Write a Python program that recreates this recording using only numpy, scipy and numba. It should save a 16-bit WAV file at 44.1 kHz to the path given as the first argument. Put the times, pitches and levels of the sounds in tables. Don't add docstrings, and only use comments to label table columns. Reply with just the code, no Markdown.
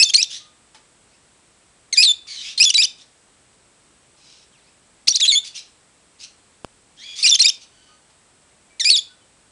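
import sys
import numpy as np
from scipy import signal
from scipy.fft import rfft, irfft
from scipy.io import wavfile
from scipy.ndimage import uniform_filter1d
from numba import njit

SR = 44100
rng = np.random.default_rng(int(sys.argv[2]) if len(sys.argv) > 2 else 0)


def volts_from_db(level):
    exponent = np.asarray(level, float) / 20
    return 10 ** exponent


def file_out(sig):
    cols = np.atleast_2d(sig).T
    lim = np.clip(cols, -1, 1)
    pcm = np.round(lim * 32767).astype(np.int16)
    wavfile.write(sys.argv[1], SR, pcm)


N = 419391
TOP_HZ = 10860

# (time [s], syllable, start pitch [Hz], level [dB])
SCREECH_SYLLABLES = [ ((0.0, "rise", 2550, -8), (.027, "sag", 4580, -5.5), (.037, "hoarse", 6280, -15.5),
                     (.044, "plunge", 6500, -18.5), (.049, "hold", 3620, -22.5), (.089, "sag", 5270, -22),
                     (.096, "hoarse", 3250, -20), .108), ((.137, "scoop", 2050, -14),
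                     (.146, "rise", 4150, -7), (.165, "up", 5900, -18), (.171, "plunge", 5500, -21.5),
                     (.177, "low", 2340, -17), (.217, "hoarse", 3910, -19.5), (.227, "drop", 6200, -12.5),
                     (.236, "plunge", 4500, -25), .246), ((1.927, "fall", 2270, -16),
                     (1.945, "fall", 1990, -29.5), (1.962, "scoop", 1550, -27), (1.974, "rise", 2400, -10),
                     (2.018, "rise", 2600, -10), (2.028, "up", 4170, -9.5), (2.042, "sag", 4530, -10),
                     (2.056, "fall", 4170, -14), (2.075, "hold", 3620, -12), 2.121),
                     ((2.577, "up", 4070, -19), (2.6, "low", 2446, -9), (2.631, "hoarse", 4120, -14.5),
                     (2.638, "up", 5360, -11.5), (2.645, "drop", 6080, -10.5), (2.653, "hold", 3510, -15),
                     (2.695, "sag", 5090, -16.5), (2.702, "fall", 3160, -12), 2.711),
                     ((2.74, "scoop", 2000, -15.5), (2.747, "hold", 4000, -11), (2.77, "plunge", 5650, -16),
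                     (2.78, "low", 2330, -12), (2.82, "sag", 3900, -15.5), (2.834, "drop", 5630, -14),
                     (2.849, "fall", 3260, -15.5), 2.856), ((5.073, "scoop", 1900, -19),
                     (5.081, "leap", 4100, -8), (5.094, "hoarse", 4400, -19), (5.107, "hold", 5830, -15.5),
                     (5.124, "hoarse", 3570, -29), (5.142, "low", 3580, -18), (5.155, "leap", 4100, -12),
                     (5.163, "drop", 5050, -18), 5.175), ((5.2, "scoop", 1930, -15.5),
                     (5.213, "hold", 3900, -14), (5.225, "fall", 3560, -12), (5.25, "up", 3230, -15.5),
                     (5.27, "up", 3700, -23.5), (5.279, "hold", 4110, -9.5), (5.297, "fall", 3810, -13),
                     (5.321, "hold", 2260, -15), (5.352, "rise", 3330, -14.5), 5.392),
                     ((7.227, "sag", 4630, -15.5), (7.239, "fall", 2640, -10.5),
                     (7.262, "hoarse", 2790, -12), (7.275, "sag", 4320, -13), (7.292, "up", 5550, -12.5),
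                     (7.302, "sag", 5800, -12), (7.313, "hold", 3590, -12), (7.344, "drop", 5700, -13.5),
                     (7.352, "hoarse", 3120, -12.5), 7.362), ((7.391, "scoop", 1920, -15.5),
                     (7.4, "rise", 4060, -9), (7.415, "up", 5300, -8.5), (7.422, "drop", 5950, -10.5),
                     (7.43, "hoarse", 3650, -17.5), (7.444, "low", 2280, -11), (7.466, "hold", 3790, -13.5),
                     (7.483, "up", 5270, -12.5), (7.489, "sag", 5580, -12.5), (7.497, "fall", 3320, -16.5),
                     7.502), ((8.798, "dip", 2350, -18), (8.822, "rise", 1770, -26),
                     (8.845, "scoop", 1600, -18.5), (8.851, "rise", 2370, -13.5),
                     (8.886, "low", 2480, -12.5), (8.901, "hoarse", 4410, -10.5),
                     (8.927, "fall", 4220, -12.5), (8.946, "fall", 3770, -12.5), (8.965, "drop", 5330, -18),
                     (8.983, "hold", 3500, -19.5), 8.998), ]


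def near_parrot():
    control = notes(SCREECH_SYLLABLES, dip_db=-3.5, edge_s=0.0031)
    return voice(control, tilt_db=-1.6, dulling=0.022, jitter=.027, spread_hz=720.0,
                 half_db=-10.5, breath_db=-7.0, flutter_db=1.7)


SYLLABLE_SHAPES = { "low": (1.17, -23.5), "rise": (1.07, -22), "hold": (.96, -22), "fall": (.89, -20),
                   "dip": (.76, -20), "scoop": (1.5, -12), "hoarse": (1.01, -10), "sag": (.91, -8),
                   "up": (1.09, -5), "leap": (1.6, -7), "drop": (.81, -6), "plunge": (.64, -7), }
TRAIL_HZ, TRAIL_DB, TRAIL_DB_PER_S, TRAIL_RASP_DB, TRAIL_S = 3600, -33, -250, -12, .08
ACCENT_DB = 1.2
SAG_POWER = 1.8


def notes(calls, dip_db, edge_s):
    hz, gain, rasp_db = np.full(N, 1. * calls[0][0][2]), np.zeros(N), np.zeros(N)
    trail_t = np.arange(int(TRAIL_S * SR)) / SR
    for call in calls:
        ends = [row[0] for row in call[1:-1]] + [call[-1]]
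        for (s, name, from_hz, db), until in zip(call, ends):
            glide, share_db = SYLLABLE_SHAPES[name]
            to_hz = glide * from_hz
            a, b = int(s * SR), int(until * SR)
            hz[a:], rasp_db[a:] = to_hz, share_db
            low = max(from_hz, to_hz) < 3300
            bend = SAG_POWER ** np.sign(to_hz - from_hz) if low else 1
            hz[a:b] = from_hz + (to_hz - from_hz) * np.linspace(0, 1, b - a) ** bend
            along = np.linspace(-1, 1, b - a)
            gain[a:b] = volts_from_db(db + dip_db * along ** 4 - ACCENT_DB * along)
        hz[b:], rasp_db[b:] = TRAIL_HZ, TRAIL_RASP_DB
        gain[b:b + len(trail_t)] = volts_from_db(TRAIL_DB + TRAIL_DB_PER_S * trail_t)
    return hz, slur(gain, edge_s), rasp_db


# (frequency [Hz], relative level [dB])
THROAT_RESPONSE = [(1500, -18.5), (2400, -8.5), (3400, 2), (5000, 0.5), (6200, 2), (7400, -9.5),
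                   (9000, -12), (11000, -20)]


def voice(control, tilt_db, dulling, jitter, spread_hz, half_db, breath_db, flutter_db):
    hz, gain, rasp_db = control
    rasp = volts_from_db(np.minimum(rasp_db, 0)) ** 2
    tilt_db = tilt_db + dulling * rasp_db
    shaky_hz = hz * (1 + jitter * rasp ** .25 * wobble(160.))
    phase = 2 * np.pi * np.cumsum(shaky_hz) / SR
    scatter = wobble(spread_hz) + 1j * wobble(spread_hz)
    doubling = wobble(150.0)
    tone, power = 0, 0
    for k in range(1, 6):
        audible = k * hz < 1.1 * TOP_HZ
        partial_gain = volts_from_db(on_log(k * hz, THROAT_RESPONSE) + tilt_db * np.log2(k)) * audible
        share = 1 - (1 - rasp) ** k
        blur = np.sqrt(1 - share) + np.sqrt(share / 2) * np.roll(scatter, 999 * k)
        blur = blur * volts_from_db(.7 * k * np.roll(doubling, 777 * k))
        tone = tone + partial_gain * np.real(blur * np.exp(1j * k * phase))
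        half = volts_from_db(half_db + on_log((k - .5) * hz, THROAT_RESPONSE) + tilt_db * np.log2(k))
        tone = tone + np.sqrt(rasp) * half * doubling * np.sin((k - .5) * phase)
        power = power + partial_gain ** 2 / 2
    air = volts_from_db(breath_db) * rasp ** .7 * colour(THROAT_RESPONSE + [(12000, -60)])
    flutter = volts_from_db(flutter_db * wobble(150.))
    out = gain * flutter * (tone / np.sqrt(power) + air)
    return signal.sosfilt(signal.butter(3, 1300., "high", fs=SR, output="sos"), out)


def on_log(hz, table):
    f, db = np.transpose(table)
    return np.interp(np.log(hz), np.log(f), db)


def wobble(hz):
    low_pass = signal.butter(3, hz, fs=SR, output="sos")
    x = signal.sosfilt(low_pass, rng.standard_normal(N))
    return x / x.std()


def colour(table):
    hz = np.arange(1, N // 2 + 2) * SR / N
    spectrum = rfft(rng.standard_normal(N)) * volts_from_db(on_log(hz, table))
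    x = irfft(spectrum, N)
    return x / x.std()


def slur(x, s):
    k = max(int(s * SR), 1)
    return uniform_filter1d(uniform_filter1d(x, k), k)


# (time [s], length [s], call, start pitch [Hz], level before distance [dB])
ANSWER_CALLS = [ (.3, .09, "squawk", 3150, -31.5), (.4, .1, "peep", 1220, -54.5),
                (1.08, .08, "climb", 1897, -63), (2.27, .1, "slide", 2300, -35),
                (2.275, .08, "slide", 4650, -34), (2.37, .06, "pipe", 3049, -37.5),
                (2.36, .065, "slide", 4050, -32), (2.42, .12, "croak", 2430, -33),
                (2.435, .105, "croak", 3150, -33), (2.98, .05, "build", 3150, -49),
                (4.17, .28, "swell", 2650, -50), (4.53, .09, "dive", 3400, -60),
                (4.62, .08, "climb", 1850, -61), (5.44, .05, "harsh", 2550, -37),
                (5.548, .052, "harsh", 3080, -34), (6.195, .06, "build", 2400, -40.5),
                (6.979, .075, "climb", 1643, -42), (6.975, .085, "pipe", 3298, -45),
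                (7.05, .09, "pipe", 2419, -41.5), (7.055, .1, "pipe", 3380, -35),
                (7.155, .07, "build", 2150, -32), (7.61, .04, "harsh", 3200, -45.5),
                (7.717, .25, "pipe", 1510, -56), (7.88, .085, "peep", 1240, -55),
                (8.7, .04, "peep", 2320, -57), (9.093, 0.057, "peep", 1490, -54),
                (9.208, 0.0352, "peep", 3050, -60), ]


def far_birds():
    return sum(voice(sweeps(bird, edge_s=.015), tilt_db=-1.5, dulling=.9, jitter=0.025, spread_hz=380.,
                     half_db=-4.5, breath_db=-1.0, flutter_db=1.399)
               for bird in (ANSWER_CALLS[::2], ANSWER_CALLS[1::2]))


FAR_CALL_SHAPES = {"squawk": (1.35, 1.5, -4, -9), "harsh": (0.85, 3, 0.5, -2.5),
                   "slide": (0.92, -3.5, -4, -2.5), "swell": (1, 0.5, -10.5, -8),
                   "build": (1.23, 1.5, -5.5, 4), "dive": (.45, -14, 3, -3), "climb": (1.47, -7, -6.5, 5.5),
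                   "pipe": (1.0, -9, -3, -1), "peep": (1, -32, 0.5, -3.5), "croak": (1.2, -3.5, -3.5, -8)}


def sweeps(calls, edge_s):
    hz, gain, rasp_db = np.full(N, 1. * calls[0][3]), np.zeros(N), np.zeros(N)
    for s, length, name, from_hz, db in calls:
        glide, share_db, first_db, last_db = FAR_CALL_SHAPES[name]
        a, along = int(s * SR), np.linspace(0, 1, int(length * SR))
        b = a + len(along)
        hz[a:], rasp_db[a:] = glide * from_hz, share_db
        hz[a:b] = from_hz * glide ** along
        gain[a:b] = volts_from_db(db + np.interp(along, (0, .5, 1), (first_db, 0, last_db)))
    return hz, slur(gain, edge_s), rasp_db


# (time [s], starting level before filter and distance [dB])
CAGE_TAPS = [(0.746, -34), (8.098, -47)]


def taps():
    out, t = np.zeros(N), np.arange(int(.06 * SR)) / SR
    for s, db in CAGE_TAPS:
        a = int(s * SR)
        tick = np.exp(-t / 0.019) * rng.standard_normal(len(t))
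        ring = 0.32 * np.exp(-t / 0.017) * np.sin(2 * np.pi * 880. * t)
        out[a:a + len(t)] += volts_from_db(db) * (tick + ring)
    return signal.sosfilt(signal.butter(2, [700, 6000], "band", fs=SR, output="sos"), out)


def nearby(x, last_s, db):
    out = np.zeros(N)
    for s, size in rng.uniform((.008, -1), (last_s, 1), size=(12, 2)):
        k = int(s * SR)
        out[k:] += size * x[:-k]
    return volts_from_db(db) * out


ROOM_T60_S, ROOM_DAMP = 0.47, 0.32


def room(x):
    lags = rng.integers(300, 1600, size=8)
    return walls(x, lags, volts_from_db(-60 * lags / SR / ROOM_T60_S), ROOM_DAMP)


@njit
def walls(x, lags, gain, damp):
    line, soft, out = np.zeros((8, 4096)), np.zeros(8), np.zeros(len(x))
    for i in range(len(x)):
        total = 0.
        for k in range(8):
            soft[k] += (1 - damp) * (gain[k] * line[k, (i - lags[k]) & 4095] - soft[k])
            total += soft[k]
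            out[i] += soft[k] * (1 - 2 * (k % 2))
        for k in range(8):
            line[k, i & 4095] = x[i] + soft[k] - total / 4
    return out


# (time [s], length [s], level before the high-pass [dB])
ELECTRICAL_POP = (6.6470, .0005, -16)


def pop():
    t = np.arange(N) / SR
    s, length, db = ELECTRICAL_POP
    pulse = volts_from_db(db) * ((t > s) & (t < s + length))
    return signal.lfilter(*signal.butter(1, 60., "high", fs=SR), pulse)


# (frequency [Hz], rms level [dB])
WHINE_TONES = [(7300, -78), (8080, -65.5)]


def whines():
    t = np.arange(N) / SR
    return sum(volts_from_db(db) * np.sqrt(2) * np.sin(2 * np.pi * f * t) for f, db in WHINE_TONES)


# (frequency [Hz], relative level per Hz [dB])
HISS_SPECTRUM = [(24, -29), (40, -0.5), (227, -2), (6220, -13.5), (7860, -9), (10900, -18.5), (14200, -47),
                 (22000, -120)]
HISS_DB = -57


def hiss():
    return volts_from_db(HISS_DB) * colour(HISS_SPECTRUM)


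def scene():
    near = near_parrot()
    far = far_birds() + taps()
    echoes = room(volts_from_db(-27) * near + volts_from_db(-16.5) * far + 1e-18)
    direct = near + nearby(near, last_s=0.055, db=-35.5) + volts_from_db(-3.0) * far
    return (direct + echoes + hiss() + whines() + pop())[None]


def roll_off(x):
    return signal.sosfilt(signal.butter(12, 11070, fs=SR, output="sos"), x)


LOPSIDED = .004


def record(dry):
    bent = dry + LOPSIDED * dry ** 2
    cut = signal.sosfilt(signal.ellip(8, .5, 60, TOP_HZ, fs=SR, output="sos"), bent)
    return roll_off(np.clip(cut, -1, 1))


dry = scene()
out = record(dry)
file_out(out)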